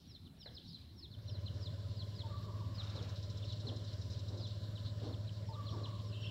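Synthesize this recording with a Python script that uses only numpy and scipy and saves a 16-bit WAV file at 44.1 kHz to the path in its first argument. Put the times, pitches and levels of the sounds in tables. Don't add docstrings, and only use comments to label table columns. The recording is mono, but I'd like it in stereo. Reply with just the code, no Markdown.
import sys
import numpy as np
from scipy import signal
from scipy.io import wavfile

SR = 44100
rng = np.random.default_rng(int(sys.argv[2]) if len(sys.argv) > 2 else 0)


def unload_wav(signal):
    wavfile.write(
        sys.argv[1],
        SR,
        np.round(np.clip(np.atleast_2d(signal).T, -1, 1) * 32767).astype(np.int16),
    )


N = 277830
TIME = np.arange(N) / SR


# time in seconds, firings per second.
FIRING_RATE = [(1.22, 13.22), (1.37, 16.88), (2.65, 17.51), (3.3, 16.99), (3.7, 17.64), (4.05, 16.95),
               (4.45, 17.44), (6.3, 17.78)]
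# frequency in Hz, gain in dB.
SILENCER_RESPONSE = [(52, -33), (69, -28), (84, -3), (99, -0.5), (108, 0), (120, -10.5), (139, -25),
                     (156, -18.5), (173, -30), (191, -19.5)]
# frequency in Hz, relative spectral density in dB.
ENGINE_SPECTRUM = [(70, 13), (120, 9.5), (180, -3.5), (300, -4), (480, -4.5), (780, -31), (1250, -18.5),
                   (1900, -17), (2400, -42.5), (3400, -12), (5500, -19), (7500, -59), (9000, -77),
                   (15000, -42.5)]
# frequency in Hz, bandwidth in Hz, relative level in dB.
CASING_MODES = [(587, 61.5, -62.5), (1014.5, 55, -71.5)]

def motorbike(boom_db=-44, noise_db=-54, casing_db=-0.5, first_firing_s=1.112, slow_idle_hz=16.86):
    firing_hz, = in_time(FIRING_RATE)
    cycles = np.cumsum(firing_hz) / SR
    phase = 2 * np.pi * (cycles - np.interp(first_firing_s, TIME, cycles))
    exhaust = 0
    for order in range(4, 12):
        db = boom_db + np.interp(order * firing_hz, *np.transpose(SILENCER_RESPONSE))
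        slip = 0
        if order == 5:
            db = db - 10 * np.maximum(firing_hz - slow_idle_hz, 0)
        elif order != 6:
            db = db + 0.8 * drift(5)
            slip = 0.3 * drift(5)
        exhaust = exhaust - np.sqrt(2) * from_db(db) * np.cos(order * phase + slip)
    rattle = from_db(noise_db) * coloured_noise(ENGINE_SPECTRUM, flicker_db=2.5)
    rattle += from_db(casing_db) * ringing_noise(CASING_MODES)
    unevenness = from_db(-0.35 * drift(21))
    puffs = 1 + 0.064 * np.cos(phase)
    return spin_up() * (exhaust * unevenness + rattle * puffs)


def spin_up(start_s=1.042, rise_s=0.37):
    return np.clip((TIME - start_s) / rise_s, 0, 1)


# start of the fall in seconds, its length in seconds,
# top pitch in Hz, relative level in dB.
CHICK_PEEPS = [(0.077, 0.11, 5770, -63), (0.084, 0.092, 4260, -74.5), (0.246, 0.034, 4300, -66),
               (0.392, 0.11, 5640, -59), (0.403, 0.031, 4200, -65), (0.546, 0.042, 5290, -56),
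               (0.667, 0.12, 5620, -60.5), (0.964, 0.11, 5680, -59), (1.1, 0.057, 4700, -64.5),
               (1.272, 0.12, 5800, -60.5), (1.274, 0.029, 4370, -60), (1.456, 0.032, 4370, -56),
               (1.601, 0.09, 5650, -58), (1.962, 0.076, 5080, -56.5), (2.153, 0.08, 5060, -55),
               (2.749, 0.081, 5070, -55), (2.925, 0.087, 4850, -58.5), (3.425, 0.019, 3750, -54),
               (3.49, 0.048, 4070, -57.5), (3.664, 0.039, 4370, -52), (4.126, 0.027, 4380, -65),
               (4.383, 0.094, 5340, -56), (4.754, 0.029, 4100, -58), (5.121, 0.029, 4400, -63),
               (5.272, 0.026, 4300, -60.5), (5.462, 0.11, 5630, -63.5), (5.649, 0.053, 4750, -56),
               (5.835, 0.027, 4300, -53), (6.059, 0.107, 5650, -63)]

def chicks(level_db=-0.8, flare_hz=4050, flare_width_hz=220, ground_dip_hz=4550, echo_s=0.011):
    peeps, echo = np.zeros((2, N))
    for s, length, top_hz, db in CHICK_PEEPS:
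        note = from_db(db + level_db) * peep(length, top_hz)
        start = s - PEEP_HOLD * length
        add(peeps, start, note)
        paving_lag_s = rng.uniform(.0008, .003)
        add(peeps, start + paving_lag_s, 0.4 * note)
    flare = 1.16 * resonate(peeps, flare_hz, flare_width_hz)
    peeps = peeps + flare - resonate(peeps, ground_dip_hz, 400)
    ring = from_db(-8) * resonate(peeps, flare_hz, flare_width_hz)
    add(echo, echo_s, from_db(-13) * peeps + ring)
    return yard(peeps + echo, wet_db=-8)


PEEP_HOLD = 0.17

def peep(length, top_hz, end_hz=2800, attack_share=0.44, swell_db=4.5, uneven_db=1.5):
    progress = np.arange(-PEEP_HOLD * length, length, 1 / SR) / length
    hz = top_hz - (top_hz - end_hz) * np.maximum(progress, 0) ** 1.42
    attack = np.clip((progress + PEEP_HOLD) / attack_share, 0, 1)
    release = np.clip((1 - progress) / (2.34 * length), 0, 1)
    fade = np.sin(np.pi / 2 * attack * release) ** 2
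    uneven = np.interp(TIME[:len(hz)] * 60.5, np.arange(40), rng.standard_normal(40))
    return fade * from_db(swell_db * (progress - .5) + uneven_db * uneven) * voice(hz, waver=0.008)


# start in seconds, gain in dB.
DOVE_PHRASES = [(2.23, -1), (5.483, 1.5)]
# delay into the phrase in seconds, relative level in dB.
DOVE_FLICKS = [(0.249, -58), (0.372, -60)]

def dove(pip_hz=902, pip_db=-55, coo_after_s=0.039):
    pips, coos = np.zeros((2, N))
    for s, phrase_db in DOVE_PHRASES:
        gain = from_db(phrase_db)
        add(pips, s, gain * from_db(pip_db) * whistle(0.052, pip_hz, pip_hz, waver=0.017))
        add(coos, s + coo_after_s, gain * coo())
        for delay, db in DOVE_FLICKS:
            flick = whistle(0.0294, from_hz=1070, to_hz=864, waver=0.02)
            add(pips, s + delay, gain * from_db(db) * flick)
    return yard(pips, wet_db=-7) + yard(coos, wet_db=-2, t60_s=1.5)


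def coo(length_s=0.5, start_hz=1180, sag_hz_per_s=270, flutter_hz=26.84, swell_db=11, fade_db_per_s=7.5):
    t = TIME[:int(length_s * SR)]
    swell = np.exp(-((t - 0.087) / 0.032) ** 2)
    flutter_rate = flutter_hz * (1 + 0.25 * drift(13)[:len(t)])
    flutter = (1 - swell) * np.sin(2 * np.pi * np.cumsum(flutter_rate) / SR)
    hz = (start_hz - sag_hz_per_s * t) * (1 + 0.041 * flutter)
    strength = from_db(-63 + swell_db * swell - fade_db_per_s * t) * (1 + 0.17 * flutter)
    return strength * signal.windows.tukey(len(t), .1) * voice(hz, waver=0.0079)


# start in seconds, length in seconds, level in dB.
SCRUB_STROKES = [(2.925, 0.14, -53), (3.609, 0.17, -51.5), (4.264, 0.2, -55), (4.996, 0.16, -50.5),
                 (5.687, 0.18, -52)]
# frequency in Hz, bandwidth in Hz, relative level in dB.
SCRUBBED_MODES = [(248, 24, 2), (281, 85, 2.5), (437, 210, 3), (970, 420, -10.5)]

def scrubbing(grain_db=1.25):
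    force = bursts(SCRUB_STROKES, taper=0.59) * from_db(grain_db * drift(55))
    return yard(force * rms_one(ringing_noise(SCRUBBED_MODES)), wet_db=-4)


# starting pitch in Hz, final pitch in Hz, relative level in dB.
CHIP_GLIDES = [(5330, 5150, -5.5), (4320, 3500, 1.5)]

def chatter(start_s=2.832, count=22, gap_s=0.0614, slowing_s=0.00164, rasp_db=-61.5, chip_db=-65):
    rasp_envelope, chips = np.zeros((2, N))
    age = TIME[:SR // 10] / 0.0068
    s = start_s
    for k, uneven_db in enumerate(rng.standard_normal(count)):
        add(rasp_envelope, s, from_db(rasp_db + uneven_db) * age * np.exp(1 - age))
        for from_hz, to_hz, tone_db in CHIP_GLIDES:
            tone = whistle(0.0203, from_hz, to_hz, waver=0.018)
            add(chips, s, from_db(chip_db + uneven_db + tone_db) * tone)
        s += gap_s + slowing_s * k
    rasp = ringing_noise([(3990, 220, 1.0), (5230, 750, -0.5), (7240, 170, -15.5)])
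    return yard(rasp_envelope * rasp + chips, wet_db=-8)


# start in seconds, length in seconds, centre pitch in Hz, relative level in dB.
WARBLE_NOTES = [(0.636, 0.073, 4204, -62.5), (2.868, 0.018, 3610, -55), (6.107, 0.11, 3006, -60.5),
                (6.221, 0.066, 3020, -51.5)]

def warbles(level_db=-1, swing_hz=19, swing_depth=0.0884):
    notes = np.zeros(N)
    for s, length, centre_hz, db in WARBLE_NOTES:
        t = TIME[:int(length * SR)]
        hz = centre_hz * (1 + swing_depth * np.cos(2 * np.pi * swing_hz * t))
        add(notes, s, from_db(db + level_db) * signal.windows.tukey(len(t), .4) * voice(hz, waver=0.0536))
    return yard(notes, wet_db=0)


# start in seconds, length in seconds, level in dB.
HIGH_NOTES = [(5.044, 0.085, -73), (5.673, 0.1, -67.5), (6.199, 0.09, -65.5)]

def high_whistles(top_hz=5650, drop_hz=620):
    notes = np.zeros(N)
    for s, length, db in HIGH_NOTES:
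        hz = top_hz - drop_hz * np.linspace(0, 1, int(length * SR)) ** 2
        add(notes, s, from_db(db) * signal.windows.tukey(len(hz), .5) * voice(hz, waver=0.011))
    return yard(notes, wet_db=-5)


# start in seconds, relative peak level in dB.
IMPACTS = [(.459, -49.5)]
# frequency in Hz, bandwidth in Hz, relative level in dB.
STRUCK_MODES = [(530, 134, -2.5), (740, 180, -20), (1140, 590, -22), (1650, 220, -15.5), (1910, 350, -18)]

def knock(attack_s=0.0012, t60_s=0.12):
    envelope, t = np.zeros(N), TIME[:SR // 2]
    for s, peak_db in IMPACTS:
        add(envelope, s, from_db(peak_db - 60 * t / t60_s) * np.minimum(t / attack_s, 1))
    return yard(envelope * ringing_noise(STRUCK_MODES), wet_db=-4)


def high_fizz(level_db=-81, swell_db=3, lag_s=0.25):
    band_pass = signal.butter(6, [6700, 7950], "band", fs=SR, output="sos")
    fizz = rms_one(signal.sosfilt(band_pass, rng.standard_normal(N)))
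    onset = np.interp(TIME - lag_s, TIME, spin_up())
    return fizz * from_db(level_db + swell_db * drift(0.4)) * onset


# frequency in Hz, relative spectral density in dB.
AIR_SPECTRUM = [(25, -21), (50, -8.5), (85, 2), (150, -4.5), (250, -10.5), (500, -27.5), (900, -31.5),
                (2400, -37), (7000, -50.5), (15500, -50)]
TREES_SPECTRUM = [(2300, -63), (2900, -5), (3500, 6), (4100, 9), (4650, -1), (5400, -1.5), (6400, -43)]
RUSTLE_SPECTRUM = [(800, 6), (1200, 9.5), (2100, -1), (3000, 5), (6000, -6), (11000, -37)]
# time in seconds, relative level in dB.
TREES_LEVEL = [(0, -63), (.33, -74.5), (.65, -60), (1.35, -74), (2.3, -66), (3.7, -60), (4.6, -60.5),
               (6.3, -66.5)]
# start in seconds, length in seconds, level in dB.
RUSTLE_BURSTS = [(2.677, 0.556, -61)]

def surroundings(air_db=-57, rise_db=2.5, rise_s=2.2, trees_db=-3.5):
    air_gain = from_db(air_db + rise_db * np.minimum(TIME / rise_s, 1))
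    air = air_gain * coloured_noise(AIR_SPECTRUM, flicker_db=3)
    trees = from_db(in_time(TREES_LEVEL)[0] + trees_db) * coloured_noise(TREES_SPECTRUM, flicker_db=5)
    rustle = bursts(RUSTLE_BURSTS, taper=0.6) * coloured_noise(RUSTLE_SPECTRUM, flicker_db=1.5)
    return air + trees + rustle


def yard(x, wet_db, t60_s=0.69):
    t = TIME[:SR]
    reflections = rng.standard_normal(SR) * (rng.random(SR) < 1500 / SR)
    response = reflections * (t > .006) * from_db(-60 * t / t60_s)
    return x + from_db(wet_db) * signal.fftconvolve(x, response / np.linalg.norm(response))[:N]


def whistle(length, from_hz, to_hz, waver):
    hz = np.linspace(from_hz, to_hz, int(length * SR))
    return signal.windows.tukey(len(hz), 0.45) * voice(hz, waver)


def voice(hz, waver):
    knots_s = np.arange(300) / 330
    jitter, shimmer = [np.interp(TIME[:len(hz)], knots_s, row) for row in rng.standard_normal((2, 300))]
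    phase = 2 * np.pi * np.cumsum(hz * (1 + waver * jitter)) / SR
    return np.sqrt(2) * from_db(2 * shimmer) * np.sin(phase)


def resonate(x, hz, width_hz):
    r = np.exp(-np.pi * width_hz / SR)
    feedback = [1, -2 * r * np.cos(2 * np.pi * hz / SR), r * r]
    return signal.lfilter(np.array([1, 0, -1]) * (1 - r * r) / 2, feedback, x + 1e-18)


def ringing_noise(modes):
    total = 0
    for hz, width, db in modes:
        once = resonate(rng.standard_normal(N), hz, 1.5 * width)
        total = total + from_db(db) * rms_one(resonate(once, hz, 1.5 * width))
    return total


def coloured_noise(spectrum, flicker_db):
    edges = 22 * 2 ** (np.arange(30) / 3)
    hz, density_db = np.transpose(spectrum)
    white, total = rng.standard_normal((2, N)), 0
    for k, (low, high) in enumerate(zip(edges, edges[1:])):
        if high > hz[0] and low < hz[-1]:
            db = np.interp(np.log(low * high) / 2, np.log(hz), density_db)
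            band_pass = signal.butter(2, [low, high], "band", fs=SR, output="sos")
            band = signal.sosfilt(band_pass, white[k % 2])
            total = total + band * from_db(db + flicker_db * drift(8.6))
    return rms_one(total)


def drift(rate_hz, step=40, settle=2000):
    r = np.exp(-2 * step * np.pi * rate_hz / SR)
    white = rng.standard_normal(N // step + settle + 2)
    slow = signal.lfilter([1], [1, -2 * r, r * r], white)[settle:]
    return np.interp(np.arange(N) / step, np.arange(len(slow)), rms_one(slow))


def bursts(rows, taper):
    envelope = np.zeros(N)
    for s, length, db in rows:
        add(envelope, s, from_db(db) * signal.windows.tukey(int(length * SR), taper))
    return envelope


def in_time(rows):
    s, *columns = np.transpose(rows)
    return [np.interp(TIME, s, column) for column in columns]


def add(track, s, sound):
    start = int(np.clip(s * SR, 0, N))
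    track[start:start + len(sound)] += sound[:N - start]


def from_db(db):
    return 10 ** (np.asarray(db) / 20)


def rms_one(x):
    return x / np.sqrt(np.mean(x ** 2) + 1e-20)


def scene():
    engine = motorbike() + high_fizz()
    birds = chicks() + dove() + chatter() + warbles() + high_whistles()
    middle = engine + birds + scrubbing() + knock() + surroundings()
    return np.array([middle, middle])


def record(dry, hiss_db=-77, hiss_hz=5200, cutoff_hz=15750):
    high_pass = signal.butter(2, hiss_hz, "high", fs=SR, output="sos")
    hiss = signal.sosfilt(high_pass, rng.standard_normal((2, N)))
    low_pass = signal.ellip(12, .1, 80, cutoff_hz, fs=SR, output="sos")
    return signal.sosfilt(low_pass, dry + from_db(hiss_db) * hiss)


dry = scene()
out = record(dry)
unload_wav(out)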